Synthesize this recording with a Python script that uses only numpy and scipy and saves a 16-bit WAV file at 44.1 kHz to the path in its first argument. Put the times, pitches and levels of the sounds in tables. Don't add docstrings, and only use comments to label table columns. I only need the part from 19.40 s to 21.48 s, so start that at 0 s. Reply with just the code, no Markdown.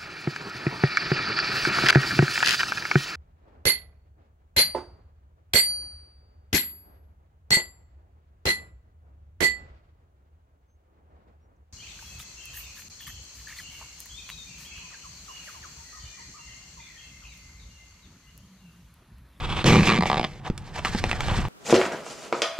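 import sys
import numpy as np
from scipy import signal
from scipy.fft import rfft, irfft, next_fast_len
from scipy.io import wavfile

SR = 44100
rng = np.random.default_rng(int(sys.argv[2]) if len(sys.argv) > 2 else 0)


def master(y):
    cut = np.clip(np.atleast_2d(y).T, -1, 1)
    pcm = np.round(cut * 32767)
    wavfile.write(sys.argv[1], SR, pcm.astype(np.int16))


N = 91948
T = np.arange(N) / SR

# start t/s, length t/s, slip rate f/Hz, click level/dB, boom level/dB,
# fade over the run level/dB (positive fades, negative grows)
JUDDERS = [(0.2579, 0.05384, 129.5, -9.5, -2, -6.5), (0.3232, 0.05025, 115, 3, 3.5, 0),
           (0.38, .022, 125, -2.5, 1.5, -1.5), (0.485, 0.1044, 119.4, 1.5, -5, 3.5)]
# t/s, click level/dB, boom level/dB
CATCHES = [(.2422, 3, -9.5), (.251, -17.5, -3), (.407, 0, -0.5), (.421, -9.5, -0.5), (.432, -2.5, -9.5),
           (.4742, 4, -2.5), (.5133, -6.5, -28.5), (.5938, -23, -37), (.608, 0.5, -12.5), (.6233, 1, -13.5),
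           (.6343, 0, -9.5), (.6388, -25.5, -38), (.6565, -3, -15.5), (.6995, 3, -14.5), (.7155, 0, -17),
           (.7298, 0, -10.5), (.7434, -0.5, -12), (.758, -6.5, -19), (.7703, -3, -8.5), (.7778, 1, -11.5),
           (.7815, -3, -19), (.7957, 3, -27.5), (.8123, -2, -17.5), (.83, -3, -26.5), (.842, -2, -33),
           (.8468, 1.5, -13.5)]
SLIP_DB, BOOM_DB = 8, -15
SLIP_JITTER_S, SLIP_SPREAD_DB = 0.0007, 1
REBOUND_S, REBOUND_DB = 0.0042, -14
CRUNCH_S = 0.001835
TAUT_CRUNCH_DB, SLACK_CRUNCH_DB = 3, -4
CRUNCH_LIKENESS = 0.7
# f/Hz, level/dB
TAUT_COLOUR = [(100, -3), (400, 3.5), (700, -3.5), (1100, 3), (1550, -4.5), (2200, -0.5), (3300, -8.5),
               (4200, -5.5), (5200, -18.5), (6600, -18), (9500, -31), (15000, -54.5)]
SLACK_COLOUR = [(100, 3), (250, 6.5), (480, -5), (650, 10.5), (1180, 5.5), (1420, -6), (2200, -5),
                (2900, -9), (3500, -0.5), (4300, -16), (5100, -7.5), (5800, -23.5), (15000, -61)]
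# t/s, t/s
SLACKENS_S = (0.434, 1)
# f/Hz, level/dB, t60 t/s
SHEET_MODES = [(119, 0, 0.013), (171.4, 2.5, 0.0753), (204.6, -2.5, 0.0932), (274, -8, 0.1),
               (375, -17.5, 0.078)]
# t/s, f/Hz
SQUEAK_GLIDE = [(.17, 3400), (.21, 3760), (.265, 3110), (.3, 2250), (.345, 2373), (.475, 2620), (.54, 2110)]
SQUEAK_DB, SQUEAK_WIDTH_HZ = -1, 239
SLIP_LAG, SLAP_LAG = 0.8747, 0.815

# f/Hz, level/dB
RUB_LEVEL = [(0, -39), (.05, -33.5), (.09, -36.5), (.113, -26), (.147, -34.5), (.168, -27), (.218, -31),
             (.236, -39)]
RUB_COLOUR = [(200, 8), (550, -5), (950, 2.5), (1500, -1.5), (1800, -7), (2600, 0.5), (3000, -2.5),
              (3800, -6.5), (5000, -15), (6200, -21.5), (8000, -24), (15000, -50.5)]
# f/Hz, level/dB
DRAG_LEVEL = [(.238, -55), (.262, -15), (.32, -20.5), (.42, -29.5), (.476, -20.5), (.51, -31), (.57, -36.5),
              (.595, -53), (.655, -40), (.668, -25), (.695, -32), (.72, -39), (.85, -45.5), (1, -50.5)]
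DRAG_COLOUR = [(200, 15), (700, 6), (1500, -1), (2400, 4.5), (3500, -1), (5200, -5), (6600, -8.5),
               (9500, -22.5), (12500, -25), (15500, -56.5)]
# peak t/s, rise t/s, fall t/s, scrape level/dB, hiss level/dB
STROKES = [(1.279, 0.0394, 0.055, -51.5, -47), (1.055, 0.00564, 0.0081, -30, -41.5),
           (1.075, 0.013, 0.0072, -31.5, -37), (1.362, 0.0118, 0.009, -38.5, -32.5),
           (1.389, 0.0186, 0.0092, -31.5, -37), (1.47, 0.0218, 0.0372, -35.5, -32),
           (1.547, 0.033, 0.02, -36.5, -34.5), (1.59, 0.025, 0.0193, -57, -31.5),
           (1.654, 0.0223, 0.138, -40, -37.5), (1.697, 0.0066, 0.0047, -29, -28),
           (1.834, 0.0099, 0.162, -47, -35.5), (1.897, 0.0104, 0.0237, -28.5, -58),
           (1.981, 0.233, 0.0762, -33, -36.5)]
SCRAPE_DB, HISS_DB = 1, -1.5
# f/Hz, level/dB
SCRAPE_COLOUR = [(100, -17), (250, 4), (450, -5), (750, -0.5), (1300, -6), (2000, -10.5), (3000, -9),
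                 (8000, -50.5)]
HISS_COLOUR = [(800, -14.5), (1600, 7), (3200, 1), (4500, 1), (6500, -5.5), (8300, -11), (10000, -20),
               (12500, -24.5), (15500, -38.5)]
GRAINS_PER_S, GRAIN_SPREAD_DB, GRAIN_Q = 3500, 2.5, 5.64
FLUTTER_PER_S = 140

# t/s, level/dB, ring f/Hz, ring level/dB, rattle decay t/s,
# rattle level/dB, brightness level/dB per octave
SLAPS = [(1.1, -16.5, 356, -6.5, 0.00128, 4.5, -5), (1.178, -26, 886, 26, 0.00193, 7, 7),
         (1.449, -2, 1245, 4.5, 0.0021, 2.5, -1), (1.4546, -11.5, 1204, 21, 0.0078, 6, 2.5),
         (1.549, -11, 858, 3.5, 0.0026, 3, -3), (1.64, 0.5, 2474, -8, 0.00097, 0.5, -2),
         (1.714, -1, 2600, 8, 0.00051, -2, 0), (1.7296, -12, 2500, 8, 0.0024, 6.5, -2.5),
         (1.8061, -5, 1352, 11.5, 0.002, 1, 1.5)]
SLAP_DB = 9.5
# f/Hz, level/dB
SLAP_COLOUR = [(150, 1), (600, -2), (1200, -0.5), (2400, 2), (4000, -7), (7500, -16), (10000, -25),
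               (15000, -37)]
# t/s, level/dB
SNAGS = [(1.394, 2.5), (1.834, -1), (1.8844, 6.5), (1.8994, 5), (1.9133, 2.5), (2.052, 3)]
SNAG_S = 0.00196
# t/s, level/dB, settled f/Hz, t60 t/s
FLOPS = [(.488, -17, 150, .04), (.5875, -10.5, 166, .07), (1.1, -15, 135, .024), (1.489, -25, 160, .04),
         (1.548, -11, 175, .03), (1.646, -28, 170, .08), (1.987, -12.5, 175, .028)]
FLOP_ATTACK_S, FLOP_SAG_S, FLOP_SHARP = 0.00209, 0.00784, 0.3186

ECHO_DB, ECHO_T60_S = -9, 0.1018
# f/Hz, level/dB
SCATTER_COLOUR = [(100, -59.5), (400, -34.5), (1000, -11.5), (4000, -15), (8000, 0)]
LEFT_LAG_S = 0.000033
# f/Hz, level/dB
LEFT_COLOUR = [(100, 0), (8000, -1.5), (12000, -5.5)]
# t/s, level/dB
WIND_LEVEL = [(0, -30.5), (.45, -40), (.95, -44.5), (1.4, -39.5), (1.6, -32), (1.8, -31), (1.97, -24.5),
              (2.085, -28)]
# f/Hz, level/dB
WIND_COLOUR = [(12, -9.5), (30, 4.5), (60, -0.5), (90, 1.5), (140, -2.5), (220, -14.5), (400, -18),
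               (1500, -61.5)]
WIND_SIDE_COLOUR = [(25, -4.5), (60, -5.5), (140, -14.5)]
SITE_DB = -43
# f/Hz, level/dB
SITE_COLOUR = [(30, -30), (145, 13), (230, -5.5), (450, -19.5), (850, -10.5), (4000, -30), (15000, -52)]
TOP_STOP_HZ = 16500


def slip_times_and_levels():
    slips = list(CATCHES)
    for start, length, rate, click_db, boom_db, fade_db in JUDDERS:
        chance = rng.standard_normal((32, 3))
        for s, (shift, strong, rebound) in zip(np.arange(0, length, 1 / rate), chance):
            at = start + s + SLIP_JITTER_S * shift
            change_db = SLIP_SPREAD_DB * strong - fade_db * s / length
            slips.append((at, click_db + change_db, boom_db + change_db))
            rebound_db = click_db + change_db + REBOUND_DB + SLIP_SPREAD_DB * rebound
            slips.append((at + REBOUND_S, rebound_db, -np.inf))
    return sorted(slips)


def stick_slip():
    slips = slip_times_and_levels()
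    clicks, kicks = np.zeros((2, N)), np.zeros(N)
    crunch = burst(CRUNCH_S)
    for s, click_db, boom_db in slips:
        fresh = np.sqrt(1 - CRUNCH_LIKENESS ** 2) * burst(CRUNCH_S)
        crunch = CRUNCH_LIKENESS * crunch + fresh
        crunch_db = np.interp(s, SLACKENS_S, [TAUT_CRUNCH_DB, SLACK_CRUNCH_DB])
        click = np.array([from_db(crunch_db) * crunch, burst(CRUNCH_S)])
        click[0, 0] += 1
        add(clicks, s, from_db(SLIP_DB + click_db) * click)
        add(kicks, s, from_db([BOOM_DB + boom_db]))
    slack = np.interp(T, SLACKENS_S, [0, 1])
    taut_clicks = squeak(colour(clicks * (1 - slack), TAUT_COLOUR))
    slack_clicks = colour(clicks * slack, SLACK_COLOUR)
    out = disperse(taut_clicks + slack_clicks, SLIP_LAG, count=7)
    out[0] -= sum(from_db(db) * ring(kicks, hz, t60) for hz, db, t60 in SHEET_MODES)
    return out


def squeak(x):
    glide_hz = np.interp(T, *np.transpose(SQUEAK_GLIDE))
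    turn = np.exp(2j * np.pi * np.cumsum(glide_hz) / SR)
    r = np.exp(-np.pi * SQUEAK_WIDTH_HZ / SR)
    band = turn * signal.lfilter([1 - r], [1, -r], x / turn + 1e-18)
    return x + from_db(SQUEAK_DB) * 2 * np.real(band)


def rubbing():
    rub = level(RUB_LEVEL) * friction(RUB_COLOUR, smooth_db=5, flutter_db=3)
    drag = level(DRAG_LEVEL) * friction(DRAG_COLOUR, smooth_db=2.5, flutter_db=1)
    return squeak(rub + drag)


def sliding():
    scrape, hiss = 0, 0
    for s, rise_s, fall_s, scrape_db, hiss_db in STROKES:
        swell = np.exp(-np.maximum((s - T) / rise_s, (T - s) / fall_s))
        scrape = np.hypot(scrape, from_db(SCRAPE_DB + scrape_db) * swell)
        hiss = np.hypot(hiss, from_db(HISS_DB + hiss_db) * swell)
    scraping = scrape * friction(SCRAPE_COLOUR, smooth_db=-7, flutter_db=1)
    return scraping + hiss * friction(HISS_COLOUR, smooth_db=2, flutter_db=2.5)


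def friction(spectrum, smooth_db, flutter_db, count=20):
    sizes = from_db(GRAIN_SPREAD_DB * np.minimum(rng.exponential(1, N), 4))
    sizes = sizes * rng.choice([-1, 1], (2, N))
    clicks = sizes * (rng.random(N) < GRAINS_PER_S / SR)
    dealt = rng.integers(0, count, N)
    grains = 0
    for k, hz in enumerate(np.geomspace(400, 14000, count)):
        grains = grains + resonance(clicks * (dealt == k) + 1e-18, hz, hz / GRAIN_Q)
    unsteady = flutter(flutter_db)
    smooth = from_db(smooth_db) * rng.standard_normal((2, N))
    return rms_one(colour(unsteady * (rms_one(grains) + smooth), spectrum))


def flutter(depth_db):
    steps = rng.standard_normal(4096)
    return from_db(depth_db * np.interp(T * FLUTTER_PER_S, np.arange(len(steps)), steps))


def slaps():
    out = np.zeros((2, N))
    for s, db, hz, ring_db, rattle_s, rattle_db, tilt_db in SLAPS:
        tilted = [(f, g + tilt_db * np.log2(f / 2000)) for f, g in SLAP_COLOUR]
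        hit = colour(contact(rattle_s, rattle_db), tilted)
        ringing = from_db(ring_db) * resonance(hit, hz, width_hz=105.5)
        add(out, s, from_db(SLAP_DB + db) * (hit + ringing))
    return disperse(out, SLAP_LAG, count=2)


def snags():
    out = np.zeros((2, N))
    for s, db in SNAGS:
        add(out, s, from_db(db) * contact(SNAG_S, crunch_db=1.5))
    return disperse(colour(out, SCRAPE_COLOUR), SLAP_LAG, count=2)


def flops():
    out = np.zeros((2, N))
    for s, db, hz, t60 in FLOPS:
        pitch_hz = hz * (1 + FLOP_SHARP * np.exp(-T / FLOP_SAG_S))
        phase = 2 * np.pi * np.cumsum(pitch_hz) / SR
        attack = 1 - np.exp(-T / FLOP_ATTACK_S)
        add(out[0], s, from_db(db - 60 * T / t60) * attack * 2 * np.sin(phase))
    return out


def outdoors(sound):
    tail = burst(ECHO_T60_S / np.log(1000))
    direct, scattered = sound + from_db(ECHO_DB) * convolve(sound, tail)
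    side = colour(scattered, SCATTER_COLOUR)
    late = np.interp(T - LEFT_LAG_S, T, direct + side)
    return np.array([colour(late, LEFT_COLOUR), direct - side])


def wind():
    mid, side = (rms_one(colour(x, WIND_COLOUR)) for x in rng.standard_normal((2, N)))
    side = colour(side, WIND_SIDE_COLOUR)
    return level(WIND_LEVEL) * np.array([mid + side, mid - side])


def site():
    return from_db(SITE_DB) * rms_one(colour(rng.standard_normal((2, N)), SITE_COLOUR))


def contact(decay_s, crunch_db):
    x = np.array([from_db(crunch_db) * burst(decay_s), burst(decay_s)])
    x[0, 0] += 1
    return x


def burst(decay_s, size=8192):
    x = rng.standard_normal(size) * np.exp(-T[:size] / decay_s)
    return x / np.sqrt(np.sum(x ** 2))


def ring(x, hz, t60):
    r, w = from_db(-60 / (t60 * SR)), 2 * np.pi * hz / SR
    return signal.lfilter([0, np.sin(w)], [1, -2 * r * np.cos(w), r * r], x + 1e-18)


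def resonance(x, hz, width_hz):
    r = np.exp(-np.pi * width_hz / SR)
    top = np.array([1, 0, -1]) * (1 - r * r) / 2
    return signal.lfilter(top, [1, -2 * r * np.cos(2 * np.pi * hz / SR), r * r], x)


def disperse(x, lag, count):
    a = np.clip(lag, 0, .95)
    for _ in range(count):
        x = signal.lfilter([-a, 1], [1, -a], x + 1e-18)
    return x


def colour(x, points):
    size = 8192
    hz, db = np.transpose(points)
    grid = np.maximum(np.arange(size // 2 + 1) * SR / size, 1)
    gain = from_db(np.interp(np.log(grid), np.log(hz), db))
    cepstrum = irfft(np.log(gain))
    cepstrum[1:size // 2] *= 2
    cepstrum[size // 2 + 1:] = 0
    return convolve(x, irfft(np.exp(rfft(cepstrum))))


def convolve(x, response):
    size = next_fast_len(x.shape[-1] + len(response))
    return irfft(rfft(x, size) * rfft(response, size), size)[..., :x.shape[-1]]


def level(rows):
    rows = np.array(rows)
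    return from_db(np.interp(T, rows[:, 0], rows[:, 1], left=-120, right=-120))


def from_db(db):
    return 10 ** (np.asarray(db) / 20)


def rms_one(x):
    return x / np.sqrt(np.mean(x ** 2) + 1e-20)


def add(out, s, x):
    i = int(np.clip(s * SR, 0, N - 1))
    out[..., i:i + x.shape[-1]] += x[..., :N - i]


def scene():
    membrane = stick_slip() + slaps() + snags() + flops() + rubbing() + sliding()
    return outdoors(membrane + site()) + wind()


def record(dry):
    rumble_cut = signal.butter(1, 15, "high", fs=SR, output="sos")
    top_cut = signal.cheby2(16, 70, TOP_STOP_HZ, fs=SR, output="sos")
    rounded = .8 * np.tanh(signal.sosfilt(rumble_cut, dry) / .8)
    return signal.sosfilt(top_cut, rounded)


dry = scene()
out = record(dry)
master(out)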